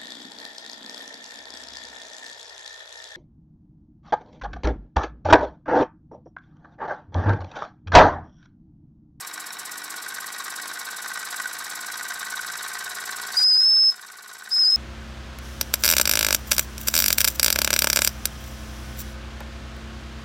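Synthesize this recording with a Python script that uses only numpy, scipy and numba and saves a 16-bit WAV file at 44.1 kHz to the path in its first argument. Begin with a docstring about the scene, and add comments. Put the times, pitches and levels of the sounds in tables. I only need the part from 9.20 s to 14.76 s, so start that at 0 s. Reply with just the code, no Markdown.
"""A fast, tinny clatter: a model steam engine with an oscillating cylinder gathers speed on a workbench.
Each turn, a crank-pin knock, a piston scrape and a pivot tick ring the tin base, and the exhaust puffs.
Late on, the boiler whistle is opened twice: a shrill, unsteady tone over hiss. It bleeds the boiler,
so the wheel slows a little, and a close camera's limiter pushes the engine down under the blasts.
Behind it all sit a low bench drone, short reflections and the faint air of the workshop."""
import sys
import numpy as np
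from scipy import signal
from scipy.fft import rfft, irfft
from scipy.io import wavfile
from scipy.ndimage import minimum_filter1d
from numba import njit

SR = 44100
rng = np.random.default_rng(int(sys.argv[2]) if len(sys.argv) > 2 else 0)


def unload_wav(signal):
    """Save mono or channel-first audio to the path in sys.argv[1] as 16-bit WAV at rate SR, clipped to [-1, 1]."""
    wavfile.write(
        sys.argv[1],
        SR,
        np.round(np.clip(np.atleast_2d(signal).T, -1, 1) * 32767).astype(np.int16),
    )


N = 245195
T = np.arange(N) / SR
FREQ = np.maximum(np.fft.rfftfreq(2 * N, 1 / SR), 1)
SIDE = np.array([[1], [-1]])  # adds to the left, takes from the right
START_TPS, FULL_TPS, TOP_TPS = 15.298, 19.0, 19.9093  # turns/s: at first, hardest clatter, run-up target


# accents where the crank pin slams: t/s, boost of the frame's ring/dB
PIN_SLAMS = [(.62, 6), (.864, 11), (.985, 11), (1.919, 6.5), (2.031, 8), (2.2, 8), (2.257, 9.5), (3.141, 7),
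             (3.195, 5.5), (5.219, 7)]
# the pin's own bright ping: f/Hz, width/Hz, level/dB
PIN_MODES = [(930, 300, -5), (2290, 380, -3), (3880, 260, 0), (5530, 340, 0)]
# EQ of the mid-heavy knock: f/Hz, level/dB
KNOCK_EQ = [(60, -23.5), (200, -8), (550, -3), (850, 1), (1500, 7), (2300, 1), (2900, -1), (4000, -7.5),
            (5600, 1.5), (8000, -1), (11000, 0), (15500, -51)]

def crank(turns, speed, body):
    """The pin chatters across its play as the load reverses, then seats with a ping and rings the frame."""
    knock_db = 4.5 - 1.07 * (FULL_TPS - speed) ** 2
    slam_db = sum(db * np.exp(-((T - s) / .059) ** 4) for s, db in PIN_SLAMS)
    late = turns - .012 * (speed - 16)  # a faster wheel turns further before the pin lands
    chatter = stroke(late, at=.8275, rise=.045, fall=.087, scatter_db=2, slack=.0065)
    chatter *= grit(turns, spread_db=2.5, repeat_hz=854) * undb(.47 * knock_db + .24 * slam_db)
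    ring = frame_ring(kicks(late, at=.81, scatter_db=.5) * undb(knock_db + slam_db))
    pin = sum(undb(db) * resonance(hz, width) ** 3 for hz, width, db in PIN_MODES)
    ping = unit(through(kicks(late, at=.808, scatter_db=2), pin))
    clean_landing = (1 - np.tanh(2 * (speed - 16.1))) / 2  # near 1 while the wheel is slow
    ping_db = -58.5 + 13 * clean_landing
    return contact(chatter, KNOCK_EQ, body, db=-31.5) + undb(-44.5) * ring + undb(ping_db) * ping


# EQ of the raspy scrape: f/Hz, level/dB
SCRAPE_EQ = [(60, -47), (200, -23), (550, -5.5), (800, -18), (1100, 9.5), (1500, 1.5), (2700, -3.5),
             (3900, 4.5), (6500, 2), (9000, 1.5), (12000, -35), (15500, -19)]

def piston(turns, load_db, body):
    """The piston scrapes once a turn, on its way out."""
    scrape = stroke(turns, at=.464, rise=.075, fall=.17, scatter_db=1.5, slack=.013)
    scrape *= grit(turns, spread_db=3, repeat_hz=900)
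    return contact(scrape * undb(load_db), SCRAPE_EQ, body, db=-32.5)


# EQ of the dry tick: f/Hz, level/dB
TICK_EQ = [(60, -15), (200, -16), (550, -12), (850, 3.5), (1200, -5.5), (1600, 1), (2700, -8.5),
           (4200, -5.5), (6500, 1.5), (9000, -14), (12000, -3), (15500, -22)]

def pivot(turns, load_db, body):
    """The pivot ticks once a turn; under load it hits hard enough to ring the frame too."""
    tick = stroke(turns, at=.59, rise=.06, fall=.11, scatter_db=1.3, slack=.015)
    tick *= grit(turns, spread_db=3.5, repeat_hz=900)
    ring = frame_ring(kicks(turns, at=.59, scatter_db=4) * undb(2 * load_db))
    return contact(tick * undb(1.5 * load_db), TICK_EQ, body, db=-30.5) + undb(-46) * ring


# EQ of the dull grind: f/Hz, level/dB
BEARING_EQ = [(30, -40), (70, -12.5), (120, -10.5), (190, -4), (550, -4.5), (780, 2.5), (1100, -1.5),
              (1500, 1), (2100, -2), (2800, 1), (4000, -8.5), (6500, -12.5), (11000, -17), (15500, -36)]

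def bearings(turns, load_db, body):
    """The bearings grind all the way round, keeping the frame's ring alive between blows."""
    sustain = frame_ring(rng.standard_normal(N) * undb(load_db))
    grind = grit(turns, spread_db=2, repeat_hz=990) * undb(.21 * load_db)
    return contact(grind, BEARING_EQ, body, db=-40.5) + undb(-50.5) * sustain


# tinny resonances of base, boiler and frame: f/Hz, width/Hz, level/dB
BODY_MODES = [(226.7, 28.4, 3.5), (381, 52, 0.5), (461, 33, 5), (737, 32, 4.5), (912, 310, -4),
              (1111, 91, 13), (1237.5, 45, 13.5), (1473, 51, 15), (1561, 66, 13), (1733, 81, 10.5),
              (1906, 83, 14), (2104, 115, -2), (2215, 64, 6), (3025, 51, 2.5), (3313, 81, 5),
              (3747, 227, 10.5), (3917, 133, 11.5), (4330, 79, 11.5), (4830, 88, 6), (5360, 360, 3),
              (7450, 120, 7.5), (7850, 260, 3.5)]

def tin_body():
    """Response of the base: its modes over a broad rattle."""
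    return 1 + sum(undb(db) * resonance(hz, width) for hz, width, db in BODY_MODES)


def frame_ring(force):
    """The frame rings through coupled parts, so each blow swells briefly and beats as it fades."""
    return unit(through(force, resonance(1478, 80) * resonance(1545, 80) * resonance(1520, 300)))


# EQ of the bright steam puff: f/Hz, level/dB
PUFF_EQ = [(300, -34), (1200, -19), (2800, -50), (4000, -3.5), (5500, 0.5), (6700, -1), (7800, 5.5),
           (9300, -0.5), (11500, 1.5), (13500, -4.5), (15500, -12)]
# EQ of the thin sizzle at the port face: f/Hz, level/dB
LEAK_EQ = [(4000, -19), (8000, -6), (11000, -1), (13500, -1), (15500, -6)]

def exhaust(turns):
    """The port puffs once a turn over a steady leak; the spreading jet gives a little stereo width."""
    opening = stroke(turns, at=.26, rise=.14, fall=.12, scatter_db=.57, slack=.0048)
    puffs = opening * wide_noise(PUFF_EQ, side_db=-11) * undb(-32 - .31 * SIDE)
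    return puffs + undb(-57) * wide_noise(LEAK_EQ, side_db=-2)


# whistle cues: valve cracks t/s, pipe speaks t/s, jet locks t/s, valve shuts t/s, attack/s,
# weak tone before the lock f/Hz, its level/dB, pan as left minus right/dB
BLASTS = [(4.072, 4.167, 4.239, 4.702, 0.0067, 4920, -10.5, 0.2),
          (5.283, 5.31, 5.391, 5.7, .013, 5103, -8.5, 2)]
# pitch curve of each locked note, sagging and recovering with the pressure: t/s, f/Hz
PITCH_CURVES = [
    [(4.245, 5085), (4.345, 5002), (4.463, 5220), (4.7, 5204)],
    [(5.395, 5214), (5.465, 4983), (5.487, 5115), (5.55, 5180)],
]
# brief dips in the tone: t/s, depth/dB, half length/s
FALTERS = [(4.208, 7, 0.013), (4.375, 7, 0.0019), (4.413, 9, .003), (4.428, 10, 0.0036), (5.445, 4, 0.0017),
           (5.497, 15, 0.0018), (5.517, 7.5, 0.0077)]
# EQ of the pipe's breath: f/Hz, level/dB
HISS_EQ = [(1500, -19.5), (3000, -15), (4300, -10), (5150, 7), (6000, 0), (6600, -5.5), (7750, 1),
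           (9000, -4.5), (10200, -2), (11500, -28), (13200, -11), (15500, -18)]

def whistle(blast, pitch_curve):
    """The valve leaks, the pipe scoops up to a weak flat tone, then the jet locks on to a near sine."""
    cracks, speaks, locks, shuts, attack_s, weak_hz, weak_db, pan_db = blast
    edge_hz, full_hz = 4760, 5215  # breathy edge tone; note at full pressure
    locked, shut = settle(locks, .001), settle(shuts, .00098)
    opened = np.clip(since(cracks) / (speaks - cracks), 0, 1)
    scoop_hz = edge_hz - 600 * (1 - opened) + (weak_hz - edge_hz) * settle(speaks, .0042)
    note_hz = np.interp(T, *np.transpose(pitch_curve))
    hz = scoop_hz + locked * (note_hz - scoop_hz) - 500 * shut
    note_db = -1.5 - .009 * (full_hz - note_hz)  # the note weakens as it goes flat
    tone_db = weak_db + locked * (note_db - weak_db)
    strength = undb(-33.5) + undb(tone_db) * settle(speaks, attack_s)  # edge tone plus pipe
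    rough = np.clip(strength ** -.7, 1, 2.5)  # a weakly blown pipe is rougher
    jitter_hz = rough * (7 * walk(89.3) + 17 * walk(600))
    phase = 2 * np.pi * np.cumsum(hz + jitter_hz) / SR
    tone = np.sin(phase) + undb(-37) * np.sin(2 * phase) + undb(-51) * np.sin(3 * phase)
    hiss = unit(through(rng.standard_normal(N), colour(HISS_EQ)))
    falter_db = sum(db * np.exp(-((T - s) / length) ** 2) for s, db, length in FALTERS)
    tone *= strength * undb(.52 * rough * walk(240) - falter_db)
    valve = opened ** 2 * (1 - shut)
    return valve * (tone + undb(-34.5) * hiss) * undb(pan_db / 2 * SIDE)


def flywheel(run_up_s=2.8038, bleed_tps_per_s=.1193):
    """Turns per second: the wheel runs up until the whistle first takes its steam, then slows."""
    bled_s = since(BLASTS[0][1])
    return TOP_TPS - (TOP_TPS - START_TPS) * np.exp(-(T - bled_s) / run_up_s) - bleed_tps_per_s * bled_s


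def drone(turns, speed):
    """The rocking cylinder shakes the bench at multiples of the turn rate; two faint tones hum above."""
    bench = resonance(74.4, 2.8) + undb(1) * resonance(155.4, 6.8)
    shake = unit(through(kicks(turns, at=1, scatter_db=3.5), bench))
    # a sharp mode hums each time a multiple sweeps across it, less as the wheel gets faster
    hum = unit(through(kicks(turns, at=1, scatter_db=1), resonance(307, 6) ** 2))
    hum_db = -61.5 - 3 * (speed - START_TPS)
    # the 22nd multiple swells as it climbs onto a mode of the base
    overtone = through(np.sin(2 * np.pi * 22 * turns), resonance(413, 20))
    return undb(-72) * shake + undb(hum_db) * hum + undb(-57.5) * overtone


def wall_echo(x, delay_s, db):
    """One wall throws back a single slap."""
    return undb(db) * through(x, np.exp(-2j * np.pi * FREQ * delay_s))


def workshop(x, wet_db, t60, side_hz):
    """Short reflections off bench and walls, wide in the treble and centred in the bass."""
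    tail = rng.standard_normal((2, N)) * np.exp(-np.log(1000) * T / t60) * (T > .004)
    mid, side = rfft(tail / np.sqrt(np.sum(tail[0] ** 2)), 2 * N)
    side *= FREQ ** 2 / (FREQ ** 2 + side_hz ** 2)
    return undb(wet_db) * through(x, mid + side * SIDE)


# EQ of the dark room tone: f/Hz, level/dB
AIR_EQ = [(20, -31), (55, -8.5), (150, -3), (200, 3), (400, -8.5), (2000, -25)]

def room_tone():
    """The faint low air of the workshop, swelling slowly."""
    return wide_noise(AIR_EQ, side_db=-18) * undb(-73 + 2 * walk(2.4))


def stroke(turns, at, rise, fall, scatter_db, slack):
    """A swell and decay once a turn, varying in strength and angle; at, rise, fall, slack in turns."""
    size, shift = rng.standard_normal((256, 2)).T
    angle = turns - at + 1
    count = np.floor(angle + .25).astype(int)
    past_peak = angle - count - slack * shift[count]
    envelope = np.exp(np.where(past_peak < 0, -(past_peak / rise) ** 2, -abs(past_peak) / fall))
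    return undb(scatter_db * size[count]) * envelope


def kicks(turns, at, scatter_db):
    """One impulse each time the crank passes the given angle."""
    count = np.floor(turns - at)
    return np.diff(count, prepend=count[0]) * undb(scatter_db * rng.standard_normal(N))


def grit(turns, spread_db, repeat_hz):
    """Metal on metal: coarse surface bumps come back every turn, the fine grains are always new."""
    bumps = irfft(np.exp(2j * np.pi * rng.random(1200)))  # all bump lengths equally strong
    worn = unit(np.interp(turns % 1 * len(bumps), np.arange(len(bumps)), bumps))
    grains = unit(rng.standard_normal(N) * undb(spread_db * rng.standard_normal(N)))
    share = .6 / (1 + (FREQ / repeat_hz) ** 4)
    return through(worn, np.sqrt(share)) + through(grains, np.sqrt(1 - share))


def contact(force, eq, body, db):
    """A contact force, shaped by its EQ, rings the body."""
    response = colour(eq) * body
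    return undb(db) * through(force, response / np.sqrt(np.mean(abs(response) ** 2)))


def wide_noise(eq, side_db):
    """Coloured stereo noise; side_db sets the width."""
    mid, side = unit(through(rng.standard_normal((2, N)), colour(eq)))
    return mid + undb(side_db) * side * SIDE


def resonance(hz, width):
    """Response of one mode, gain 1 at its centre."""
    return 1 / (1 + 1j * hz / width * (FREQ / hz - hz / FREQ))


def colour(eq):
    """Causal frequency response through (f/Hz, level/dB) points."""
    hz, db = np.transpose(eq)
    cepstrum = irfft(np.log(undb(np.interp(np.log(FREQ), np.log(hz), db))))
    cepstrum[1:N] *= 2
    return np.exp(rfft(cepstrum[:N], 2 * N))


def through(x, response):
    """Filter by a frequency response."""
    return irfft(rfft(x, 2 * N) * response)[..., :N]


def walk(rate):
    """Smooth random drift of rms 1 that changes about rate times a second."""
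    return unit(through(rng.standard_normal(N), 1 / (1 + (FREQ / rate) ** 4)))


def since(s):
    """Seconds since a moment, zero before it."""
    return np.maximum(T - s, 0)


def settle(s, time_s):
    """Goes from 0 to 1 after a moment, with a time constant."""
    return 1 - np.exp(-since(s) / time_s)


def undb(db):
    """Decibels to gain."""
    return 10 ** (np.asarray(db) / 20)


def unit(x):
    """Scale to rms 1."""
    return x / np.sqrt(np.mean(x ** 2))


@njit
def follow(x, attack, release):
    """Level follower with rise and fall times in seconds."""
    out, level = np.empty(len(x)), 0.
    for i in range(len(x)):
        level += (x[i] - level) / (1 + SR * (attack if x[i] > level else release))
        out[i] = level
    return out


def scene():
    """Engine and whistle in the workshop; the wheel's speed sets how hard the parts knock and scrape."""
    speed = flywheel()
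    turns = np.cumsum(speed) / SR + .0684
    load_db = -.34 - .56 * (FULL_TPS - speed) ** 2
    body = tin_body()
    engine = crank(turns, speed, body) + piston(turns, load_db, body) + pivot(turns, load_db, body)
    engine = engine + bearings(turns, load_db, body) + exhaust(turns) + drone(turns, speed)
    whistles = sum(whistle(blast, curve) for blast, curve in zip(BLASTS, PITCH_CURVES))
    echo = wall_echo(whistles, delay_s=.02, db=-21.5)
    engine_room = workshop(engine.mean(axis=0), wet_db=-14, t60=.14, side_hz=4860)
    whistle_room = workshop(whistles.mean(axis=0), wet_db=-19, t60=.17, side_hz=2000)
    return engine + whistles + echo + engine_room + whistle_room + room_tone()


def record(dry, threshold_db=-11.5, top_hz=15750):
    """A quick limiter holds the peaks, a slow stage ducks long after a blast, and a steep high cut ends."""
    peak = -minimum_filter1d(-abs(dry).max(axis=0), size=48)
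    quick = follow(peak, attack=.0002, release=.007)
    slow = undb(-1.5) * follow(quick, attack=.13, release=2.5)
    gain = 1 / np.maximum(1, np.maximum(quick, slow) / undb(threshold_db))
    return signal.sosfilt(signal.ellip(10, .2, 80, top_hz, fs=SR, output="sos"), dry * gain)


dry = scene()
out = record(dry)
unload_wav(out)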